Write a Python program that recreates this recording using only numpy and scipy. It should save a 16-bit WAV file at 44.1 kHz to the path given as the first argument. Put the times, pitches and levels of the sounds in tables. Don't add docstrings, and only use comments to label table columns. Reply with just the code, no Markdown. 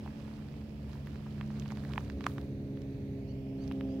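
import sys
import numpy as np
from scipy import signal
from scipy.fft import rfft, irfft
from scipy.io import wavfile
from scipy.ndimage import uniform_filter1d, map_coordinates

SR = 44100
rng = np.random.default_rng(int(sys.argv[2]) if len(sys.argv) > 2 else 0)


def store_wav(level_fs):
    pcm = np.round(np.clip(np.atleast_2d(level_fs), -1, 1) * 32767)
    wavfile.write(sys.argv[1], SR, pcm.T.astype(np.int16))


N = 176400


def undb(db):
    return 10 ** (np.asarray(db) / 20)


def curve(rows, col=1):
    rows = np.array(rows)
    return np.interp(np.arange(N) / SR, rows[:, 0], rows[:, col])


def spectrum(points, size):
    hz, db = np.array(points).T
    return np.interp(np.log(np.arange(size // 2 + 1) * SR / size + 1), np.log(hz), db)


def colour(x, points):
    y = irfft(rfft(x) * undb(spectrum(points, N)), N)
    return y / np.sqrt(np.mean(y ** 2))


def noise(points, channels=2):
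    return colour(rng.standard_normal((channels, N)), points)


def wander(rate_hz):
    hold = int(SR / rate_hz)
    steps = rng.standard_normal(4096)[np.arange(N) // hold]
    smooth = uniform_filter1d(uniform_filter1d(steps, hold), hold)
    return smooth / smooth.std()


def impulse_response(db):
    cepstrum = irfft(db * np.log(10) / 20)
    half = len(cepstrum) // 2
    cepstrum[1:half] *= 2
    cepstrum[half + 1:] = 0
    response = irfft(np.exp(rfft(cepstrum)))
    return response / abs(response).max()


def add(out, start_s, x):
    i = int(start_s * SR)
    out[..., i:i + x.shape[-1]] += x[..., :N - i]


def delay(x, seconds):
    hz = np.arange(N // 2 + 1) * SR / N
    return irfft(rfft(x) * np.exp(-2j * np.pi * hz * seconds), N)


# time in seconds, crawl effort in dB.
CRAWL_EFFORT = [(0,-60.5),(.35,-59),(.55,-61),(.8,-65),(.94,-58.5),(1.04,-61.5),(1.33,-59.5),(1.74,-59),(2.02,-56),(2.16,-62.5),(2.28,-54.5),(2.42,-62),(2.5,-67),(3.55,-72),(3.63,-61),(3.82,-64)]
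# frequency in Hz, relative density in dB.
RUB_SPECTRUM = [(300,-15.5),(800,1),(1700,-2.5),(2100,-5.5),(2800,-7.5),(3800,-5.5),(6000,-13),(8500,-19),(15000,-27.5)]


def scales(rub_db=-2.4, easy_crawl_db=-58, grain_sizes=7, grains_per_s=65):
    grit = 0
    for hz in np.geomspace(900, 6000, grain_sizes):
        hits = rng.random(N) < grains_per_s / SR
        strength = undb(3.6 * np.minimum(rng.exponential(size=N), 3.5)) * rng.choice([-1, 1], N)
        grit = grit + signal.lfilter(*signal.iirpeak(hz, Q=4, fs=SR), hits * strength)
    effort_db = curve(CRAWL_EFFORT)
    grit_db = -3.6 + .45 * (effort_db - easy_crawl_db)
    gain = undb(effort_db + wander(23.85))
    return gain * (undb(rub_db) * noise(RUB_SPECTRUM) + undb(grit_db) * colour(grit, RUB_SPECTRUM))


# time in seconds, firing rate in Hz.
FIRING_RATE = [(0.15, 71.56), (1.23, 70.71), (3.95, 66.85)]
HARMONICS = [1,2,3,4,5,6,8,10,12]
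# time in seconds, then the level in dB of each of HARMONICS.
HARMONIC_LEVELS = [(0,-57,-52,-45,-57.5,-76,-79,-63.5,-78,-71),(.9,-47,-46.5,-47.5,-57,-79,-78,-82,-88,-87),(1.55,-57.5,-41,-41,-57,-67,-70,-69.5,-73,-87),(2.2,-51,-43.5,-45.5,-47,-58.5,-53.5,-60.5,-67,-88),(2.7,-63,-46,-46.5,-46,-55,-52.5,-61,-81,-81),(3.4,-48,-44,-49,-42.5,-68.5,-52.5,-68,-69,-79),(3.85,-50.5,-50,-44.5,-37.5,-60,-49,-52.5,-59,-66.5)]


def engine(rate_waver=.0015, waver_db=.9):
    firing_hz = curve(FIRING_RATE) * (1 + rate_waver * wander(8.96))
    phase = 2 * np.pi * np.cumsum(firing_hz) / SR
    drone = 0
    for col, multiple in enumerate(HARMONICS, start=1):
        gain = undb(curve(HARMONIC_LEVELS, col) + waver_db * wander(7.07))
        drone += gain * np.sin(multiple * phase + 2 * np.pi * rng.random())
    return np.sqrt(2) * drone


# frequency in Hz, relative density in dB.
RUMBLE_SPECTRUM = [(20,-30),(38,-12),(55,-9.5),(76,2),(95,-5),(118,-2),(170,-8),(240,-8.5),(470,-19.5),(620,-22),(800,-39.5),(2500,-77)]
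# time in seconds, level in dB.
RUMBLE_LEVEL = [(0,-46),(1.2,-45.5),(2.2,-42.5),(3.2,-43.5),(4,-43)]


def rumble(side_db=-23):
    centre = noise(RUMBLE_SPECTRUM, channels=1)
    return undb(curve(RUMBLE_LEVEL)) * (centre + undb(side_db) * noise(RUMBLE_SPECTRUM))


# frequency in Hz, relative density in dB.
AIR_SPECTRUM = [(500,8.5),(900,7),(1350,-3.5),(1750,-2.5),(2450,-1),(3250,-2),(4100,-7.5),(5600,-10),(7500,-21.5),(15000,-54)]
# time in seconds, reflection delay in seconds.
GROUND_DELAY = [(.2,.00039),(1.5,.00042),(2.6,.00048),(3.1,.00048),(3.4,.00039),(4,.00036)]


def air(direct_db=-58.5, swell_db=.5, ground_db=-6):
    direct = noise(AIR_SPECTRUM) * undb(direct_db + swell_db * wander(4))
    late = np.arange(N) - curve(GROUND_DELAY) * SR
    reflected = np.array([map_coordinates(side, [late], order=1, mode="mirror") for side in direct])
    return direct + undb(ground_db) * reflected


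# start in seconds, relative level in dB, tilt in dB per octave, upper edge in Hz.
PEBBLE_KNOCKS = [(0.061,-37.5,-16,2500),(0.077,-37,-4,3400),(0.28,-44,-8,3500),(0.541,-43,0,4000),(.896,-44,4,12000),(.932,-41.5,3,8000),(.955,-44,-11,2000),(1.072,-33.5,7.5,3000),(1.158,-40,1.5,6540),(1.266,-41,-4,1800),(1.4117,-26.5,1,4415),(1.5038,-39.5,-1,2800),(1.5982,-31,17,8030),(1.6225,-35,8,4530),(1.6594,-36.5,-0.5,3600),(1.6803,-39,19,6800),(1.7049,-33,6,2800),(1.7126,-37.5,1,2500),(1.72,-35.5,20,6850),(1.721,-35,-8,2500),(1.7726,-35.5,3,7030),(1.8371,-39.5,5,2000),(1.851,-36,3,2580),(1.936,-27.5,5.5,5430),(1.9588,-34,2,2796),(1.9791,-17,0.5,3800),(2.048,-41,8,6000),(2.100,-31.5,4.5,7000),(2.2086,-32,0.5,7620),(2.242,-30,1.5,7000),(2.2662,-13.5,-1.6,9200),(2.3824,-30.5,-2,7015),(2.414,-38,16,4430),(2.773,-42,6,4260),(2.819,-40,12,7340),(3.6783,-37.5,20,6450),(3.7137,-29,-1,4030),(3.722,-34,18,3900),(3.8098,-29.5,3,3770)]
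# frequency in Hz, relative gain in dB.
PEBBLE_SPECTRUM = [(200,-49),(540,-22),(780,-2.5),(1050,0),(1350,-6),(1640,-4),(1900,-5.5),(2400,-7),(3600,-14),(5800,-20),(8500,-25.5),(15000,-15.5)]


def pebbles(rise_s=.0032, settle_s=.0045, snap_db=-20, ripple_db=2.6, mode_spacing_hz=300):
    size, lead = 4096, 512
    out = np.zeros((2, N))
    t = (np.arange(size) - lead) / SR
    hz = np.arange(size // 2 + 1) * SR / size
    envelope = np.exp(-abs(t) / np.where(t < 0, rise_s, settle_s))
    for start_s, level_db, tilt, edge_hz in PEBBLE_KNOCKS:
        tilt_db = tilt * np.log2(np.clip(hz, 700, 5500))
        edge_db = 20 * np.log10(1 / (1 + (hz / edge_hz) ** 9) + undb(snap_db))
        modes_db = ripple_db * np.interp(hz / mode_spacing_hz, np.arange(size), rng.standard_normal(size))
        octaves_off_ring = np.log2((hz + 1) / (.774 * edge_hz))
        ring_db = 2 / (1 + (octaves_off_ring / .059) ** 2)
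        stone = impulse_response(spectrum(PEBBLE_SPECTRUM, size) + tilt_db + edge_db + modes_db + ring_db)
        noise_db = -7 - .17 * (level_db + 35)
        drive = rng.standard_normal((2, size)) * envelope
        drive *= undb(noise_db) / np.sqrt(np.sum(drive ** 2) / 2)
        drive[:, lead] += 1
        knock = signal.fftconvolve(drive, stone[None], axes=1)
        add(out, start_s + t[0], undb(level_db - .5) * knock)
    return out


# centre in seconds, Gaussian width in seconds, level in dB.
FIZZ_SWELLS = [(.07,.04,-77),(.94,.06,-77),(1.8,.2,-78),(1.99,.06,-76),(2.302,.03,-65.5),(2.39,.06,-75)]
# frequency in Hz, relative density in dB.
FIZZ_SPECTRUM = [(3000,-25),(6000,-4),(14000,0)]


def fizz(flicker_db=2):
    t = np.arange(N) / SR
    swell = sum(undb(db) * np.exp(-.5 * ((t - at) / width) ** 2) for at, width, db in FIZZ_SWELLS)
    return noise(FIZZ_SPECTRUM) * swell * undb(flicker_db * wander(400))


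# start in seconds, length in seconds, top fundamental in Hz, relative level in dB.
BIRD_CALLS = [(3.266,.066,1530,-65.5),(3.575,.086,1570,-65),(3.868,.094,1670,-69)]
CALL_CONTOUR = [(0,.84),(.35,.94),(.68,1),(.82,.99),(1,.89)]
# multiple of the fundamental, relative level in dB.
CALL_HARMONICS = [(2,-7),(3,0),(4,-8)]


def bird(jitter=.012, flutter_db=2):
    out = np.zeros(N)
    for start_s, length_s, top_hz, level_db in BIRD_CALLS:
        n = int(length_s * SR)
        progress = np.linspace(0, 1, n)
        contour = np.interp(progress, *np.array(CALL_CONTOUR).T)
        pitch_hz = top_hz * contour * (1 + jitter * wander(600)[:n])
        phase = 2 * np.pi * np.cumsum(pitch_hz) / SR
        voice = sum(undb(db + flutter_db * wander(120)[:n]) * np.sin(multiple * phase)
                    for multiple, db in CALL_HARMONICS)
        add(out, start_s, undb(level_db + 4) * voice * np.sin(np.pi * progress ** 1.2))
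    return out


# frequency in Hz, left gain relative to right in dB.
LEFT_SHADE = [(700,-1.5),(1100,-2.5),(1700,-4),(2400,-9.5),(4400,-12.5),(6500,-14),(9000,-2),(15000,-1.5)]


def scene(left_lag_s=.00003, engine_lead_s=.00013, engine_left_db=-1.6):
    left, right = pebbles() + scales() + bird() + air()
    shaded = irfft(rfft(left) * undb(spectrum(LEFT_SHADE, N)), N)
    drone = engine()
    left = delay(shaded, left_lag_s) + undb(engine_left_db) * drone
    right += map_coordinates(drone, [np.arange(N) - engine_lead_s * SR], mode="mirror")
    return np.array([left, right]) + rumble() + fizz()


# frequency in Hz, relative density in dB.
MIC_HISS_SPECTRUM = [(1000,0.84),(6000,-0.78),(8500,-3.3),(12000,1),(15500,0.7)]


def record(dry, hiss_db=-74.5, cutoff_hz=15800):
    lowpass = signal.ellip(10, .2, 70, cutoff_hz, fs=SR, output="sos")
    return signal.sosfilt(lowpass, dry + undb(hiss_db) * noise(MIC_HISS_SPECTRUM))


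dry = scene()
out = record(dry)
store_wav(out)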